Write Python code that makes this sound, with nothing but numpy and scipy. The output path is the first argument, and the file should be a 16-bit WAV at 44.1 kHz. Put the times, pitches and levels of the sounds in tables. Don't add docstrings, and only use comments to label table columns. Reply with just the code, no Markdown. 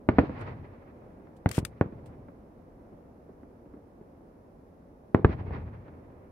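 import sys
import numpy as np
from scipy import signal
from scipy.fft import rfft, irfft, next_fast_len
from scipy.io import wavfile
from scipy.ndimage import uniform_filter1d, minimum_filter1d, map_coordinates

SR = 44100
rng = np.random.default_rng(int(sys.argv[2]) if len(sys.argv) > 2 else 0)


def digitize_waveform(pressure):
    field = np.atleast_2d(pressure).T
    bounded = np.clip(field, -1, 1)
    quanta = np.round(bounded * 32767).astype(np.int16)
    wavfile.write(sys.argv[1], SR, quanta)


N = 278271

BLASTS = [(0.0889, -4.5, 0.0012, 2075, 0.0033, -3.5, 22.5, -15, -12.5, -11.5),
          (0.1852, -3, 0.00091, 893, 0.0029, -5, 24, -12.5, -15.5, -15.5),
          (0.1893, -3, 0.0013, 3090, .0022, -11, 24.5, -15.5, -21.5, -13),
          (1.4599, -7.5, 0.0014, 2180, 0.0014, -5, 23, -17.5, -29, -17),
          (1.5807, -10.5, 0.0023, 634, 0.0064, -11, 26, -16, -19, -30.5),
          (1.8117, -6.5, 0.00089, 1004, 0.00012, -14, 23, -17, -17, -23.5),
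          (5.1470, -2.3, 0.00078, 850, 0.0031, -16, 19, -16.5, -13, -19.5),
          (5.247, -1.5, 0.002, 1510, 0.0024, -4, 23, -16, -13.5, -9)]
# delay in seconds, level in dB, dulling corner in Hz,
# lag of the right port in seconds.
WALLS = [(.0057, -20.5, 1500, -0.00093), (.0081, -12.5, 900, 0.0028), (0.011, -13, 900, -0.0036),
         (.048, -15.5, 238.5, .0001)]
# frequency in Hz, gain in dB.
AIR_COLOUR = [(60, 2.5), (140, 1), (260, 1), (330, .5), (450, -0.5), (700, -4), (1000, -2.5), (2100, -2.5),
              (3000, -11), (4500, -14), (7500, -34), (15000, -47.5)]
# frequency in Hz, gain in dB.
ROOF_COLOUR = [(50, -5.0), (110, -1.5), (280, 1), (800, 1.0), (2000, -3.5), (5000, -0.5)]
BOOM_COLOUR = [(45, 3), (75, 3.5), (110, 7.0), (180, -3.0), (400, -6), (900, -3.0), (2500, -53.5)]
CRACKLE_BODY_COLOUR = [(80, -39.5), (400, -1.5), (900, 4.5), (1600, 3.0), (2500, 5.0),
                       (4000, -5.0), (9000, -11.0)]
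CRACKLE_EDGE_COLOUR = [(1000, -26), (2500, 1), (5500, 12.5), (9000, 14.0)]
# start in seconds, relative level in dB,
# treble in dB (it moves the dulling corner up or down).
FAR_REPORTS = [(0.295, -29.5, -18), (0.321, -37.5, -17), (0.475, -33, -11), (1.02, -43.5, -23),
               (1.271, -47.5, -1), (1.924, -37, -15.5), (2.285, -40.5, -11), (2.929, -42, -36),
               (3.294, -41, -34), (3.433, -43.5, -21), (3.66, -42.5, -33), (3.738, -38, -20.5),
               (3.77, -42.5, -39), (4.012, -41.5, -43), (5.508, -33.5, -16), (5.882, -44.5, 6)]
# frequency in Hz, relative density in dB per Hz.
RUMBLE_COLOUR = [(15, -34.5), (30, -8), (80, -4.5), (120, -9), (250, -4.5), (330, -8), (540, -10),
                 (950, -20), (1400, -28.5), (2100, -37), (3100, -47), (6000, -60)]
# start in seconds, level in dB.
SWELLS = [(0.898, -51), (1.9, -51), (2.75, -54), (3.45, -61.5), (4.0, -57.5), (5.85, -50.5)]
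# frequency in Hz, dB up on the left and down on the right.
OUTDOOR_TILT = [(60, 0.21), (180, 0.81), (400, -0.83), (1300, -0.79), (2500, -1), (5000, -1.3)]
# start in seconds, rise in seconds, hold in seconds, relative level in dB.
SCUFFS = [(0.388, .025, 0.0023, -62), (1.501, 0.054, 0.036, -43)]
# start in seconds, level in dB, t60 in seconds, left over right in dB.
CLICKS = [(1.49, -30, 0.015, -2), (1.5131, -26.5, 0.017, 10.5), (1.5872, -28, 0.011, 7.5),
          (1.65, -22, 0.013, 10), (1.364, -65, 0.064, -3), (2.058, -61, 0.084, -4)]
# frequency in Hz, relative gain in dB.
CASE_COLOUR = [(300, -45), (1200, -0.5), (2500, 2), (4200, -3), (6500, -5.5), (9000, -1), (11000, -11),
               (14000, -11.5), (16000, -16.5)]
# frequency in Hz, relative gain in dB.
HISS_COLOUR = [(3000, -5.5), (5500, 1), (8000, -7), (11500, 1.5), (14000, -7.5), (15700, -9)]

BOOM_RISE_S, BOOM_HOLD_S, BOOM_T60_S = 0.022, 0.4, 0.65
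AFTERBOOM_DB, AFTERBOOM_T60_S = -4.5, 3.7
CRACKLE_DB, CRACKLE_T60_S = -1.5, 3.18
HILL_S, HILL_DB, HILL_SPREAD_S = 0.2997, 2, 0.039
FAINT_PER_S, FAINT_DB, FAINT_TREBLE_DB, FAINT_SPREAD_DB = 1.5, -53.5, -24, 4.5
RUMBLE_DB, RUMBLE_SINK_DB_PER_S = -52, 0.31
SWELL_RISE_S, SWELL_T60_S = 0.04, 2.9
SCUFF_GROWS_DB, SCUFF_T60_S = 20, 0.045
RATTLE_DB, RATTLE_T60_S = -28.5, 0.091
PORT_LAG_S = 0.00054
TOP_HZ = 15800


def blasts(port_lag=0.0001):
    out = np.zeros((2, N))

    def walls(hz):
        return sum(amp(db) * arrival(hz, delay, lag) / (1 + 1j * hz / dull_hz)
                   for delay, db, dull_hz, lag in WALLS)

    for s, db, push, dull_hz, second_s, second_db, fray_db, roof_db, boom_db, crackle_db in BLASTS:
        wave = amp(db) * shock(push, dull_hz)
        crack = signal.fftconvolve(wave, fray(fray_db))[:len(wave)]

        def paths(hz):
            direct = arrival(hz, 0, port_lag)
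            second = amp(second_db) * arrival(hz, second_s, port_lag)
            return direct + second + walls(hz)

        add(out, s, filtered(wave + crack, paths))
        tail = echo(roof_db, boom_db, crackle_db)
        add(out, s, signal.fftconvolve(wave[None], tail, axes=1))
    return out


def shock(push, dull_hz, cut_hz=72, damping=1.0, size=4096):
    u = np.arange(size) / SR / push

    def rounding(hz):
        bass_cut = -hz * hz / (cut_hz ** 2 - hz * hz + 1j * hz * cut_hz * damping)
        return bass_cut / (1 + 1j * hz / dull_hz)

    wave = causal(filtered((1 - u) * np.exp(-u), rounding), AIR_COLOUR)
    return wave / np.abs(wave).max()


def fray(level_db, t60=0.032, corner_hz=700):
    t = np.arange(SR // 10) / SR
    onset = 1 - np.exp(-t / 0.00024)
    paths = scatter(len(t))[0] * amp(level_db - 60 * t / t60) * onset
    return filtered(paths, lambda hz: (1j * hz / (corner_hz + 1j * hz)) ** 2)


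def echo(roof_db, boom_db, crackle_db, roof_t60=0.26, edge_t60=4.9, lump_db=4.0):
    size = 2 * SR
    t = np.arange(size) / SR
    roof_level = amp(roof_db + 23.5 - 60 * t / roof_t60) * (1 - np.exp(-t / 0.0016))
    roofs = coloured(scatter(size) * roof_level, ROOF_COLOUR)
    boom, crackle = land(t)
    low = coloured(scatter(size) * boom, BOOM_COLOUR)
    returns = scatter(size) * crackle * amp(lump_db * wobble(size, 45))
    body = coloured(returns, CRACKLE_BODY_COLOUR)
    edge = coloured(returns * amp(-60 * t / edge_t60), CRACKLE_EDGE_COLOUR)
    return roofs + amp(boom_db) * low + amp(crackle_db) * (body + edge)


def land(t):
    rise = (1 - np.exp(-t / BOOM_RISE_S)) ** 2
    afterboom = amp(AFTERBOOM_DB) * fall(t, AFTERBOOM_T60_S)
    boom = rise * (fall(t - BOOM_HOLD_S, BOOM_T60_S) + afterboom)
    hill = amp(HILL_DB) * np.exp(-((t - HILL_S) / HILL_SPREAD_S) ** 2)
    return boom, amp(CRACKLE_DB) * fall(t, CRACKLE_T60_S) + hill


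def far_reports(level_db=2.5, smear_t60=0.082):
    out, size = np.zeros((2, N)), SR // 4
    for s, db, treble_db in FAR_REPORTS + faint_thuds():
        paths = 20 * scatter(size) * amp(-60 * np.arange(size) / SR / smear_t60)
        paths[:, 0] += 1
        wave = shock(0.00047, 4000 * amp(treble_db), cut_hz=207, damping=0.57)
        wave = filtered(wave, lambda hz: 1 / (1 + 1j * hz / 1800))
        thud = signal.fftconvolve(wave[None], paths, axes=1)
        add(out, s, amp(db + level_db) * thud / np.abs(thud).max())
    return out


def faint_thuds(count=16):
    gap, strength = rng.random((count, 2)).T
    times = np.cumsum(-np.log(1 - gap)) / FAINT_PER_S
    levels = FAINT_DB + FAINT_SPREAD_DB * (2 * strength - 1)
    return [(s, db, FAINT_TREBLE_DB) for s, db in zip(times, levels) if s < N / SR]


def rumble(flutter_db=0.1):
    t = np.arange(N) / SR
    swells = [amp(db) * (1 - np.exp(-np.maximum(t - s, 0) / SWELL_RISE_S)) * fall(t - s, SWELL_T60_S)
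              for s, db in SWELLS]
    old_echoes = amp(RUMBLE_DB - RUMBLE_SINK_DB_PER_S * t)
    level = np.sqrt(old_echoes ** 2 + np.sum(np.square(swells), axis=0))
    roar = coloured(scatter(N) * amp(flutter_db * wobble(N, 24)), RUMBLE_COLOUR)
    return level * unit(roar)


def handling(left_db=4, scuff_db=-3):
    t = np.arange(N) / SR
    level = sum(amp(db) * scuff(t - s, rise, hold) for s, rise, hold, db in SCUFFS)
    slips = amp(2.5 * wobble(N, 350))
    out = level * slips * grit(N) * amp([[scuff_db + left_db], [scuff_db - left_db]])
    t = np.arange(SR // 10) / SR
    for s, db, t60, pan_db in CLICKS:
        decay = fall(t, t60) + amp(RATTLE_DB) * fall(t, RATTLE_T60_S)
        ring = decay * (1 - np.exp(-t / 0.0014))
        add(out, s, grit(len(t)) * amp(db) * ring * amp([[pan_db / 2], [-pan_db / 2]]))
    return out


def grit(size):
    return unit(coloured(rng.laplace(size=(2, size)), CASE_COLOUR))


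def scuff(t, rise, hold):
    press = amp(SCUFF_GROWS_DB * np.clip(t / rise - 1, -1, 0))
    return (t > 0) * press * fall(t - rise - hold, SCUFF_T60_S)


def hiss(level_db=-84):
    return amp(level_db) * unit(coloured(rng.standard_normal((2, N)), HISS_COLOUR))


def scatter(size):
    count = 2 * size
    when, side = rng.random((2, count))
    height = rng.standard_normal(count)
    lag = (2 * side - 1) * PORT_LAG_S * SR
    ports = [np.bincount((when * size + way * lag / 2).astype(int) % size, height, size)
             for way in (-1, 1)]
    return unit(np.array(ports)) / np.sqrt(SR)


def arrival(hz, delay, lag):
    return np.exp(-2j * np.pi * hz * np.array([[delay], [delay + lag]]))


def wobble(size, rate):
    knots = rng.standard_normal(int(size * rate / SR) + 4)
    return map_coordinates(knots, [np.arange(size) * rate / SR])


def fall(t, t60):
    return amp(-60 * np.maximum(t, 0) / t60)


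def amp(db):
    return 10 ** (np.asarray(db) / 20)


def unit(x):
    return x / np.sqrt(np.mean(x ** 2) + 1e-20)


def along(points, hz):
    f, db = np.transpose(points)
    return amp(np.interp(np.log(hz + 1), np.log(f + 1), db))


def filtered(x, response):
    n = x.shape[-1]
    m = next_fast_len(n + 8192)
    return irfft(rfft(x, m) * response(np.fft.rfftfreq(m, 1 / SR)), m)[..., :n]


def coloured(x, points):
    return filtered(x, lambda hz: along(points, hz))


def causal(x, points, size=4096):
    cepstrum = irfft(np.log(along(points, np.fft.rfftfreq(size, 1 / SR))))
    cepstrum[1:size // 2] *= 2
    cepstrum[size // 2 + 1:] = 0
    return signal.fftconvolve(x, irfft(np.exp(rfft(cepstrum))))[:len(x)]


def add(track, s, x):
    start = max(round(s * SR), 0)
    track[:, start:start + x.shape[-1]] += x[..., :max(N - start, 0)]


def scene():
    outdoors = blasts() + far_reports() + rumble()

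    def balance(hz):
        left = along(OUTDOOR_TILT, hz)
        return np.array([left, 1 / left])

    return filtered(outdoors, balance) + handling() + hiss()


def record(dry):
    needed = np.minimum(1, 0.92 / (np.abs(dry).max(axis=0) + 1e-9))
    held = minimum_filter1d(needed, size=301)
    gain = uniform_filter1d(uniform_filter1d(held, size=151), size=151)
    return filtered(dry * gain, lambda hz: hz < TOP_HZ)


dry = scene()
out = record(dry)
digitize_waveform(out)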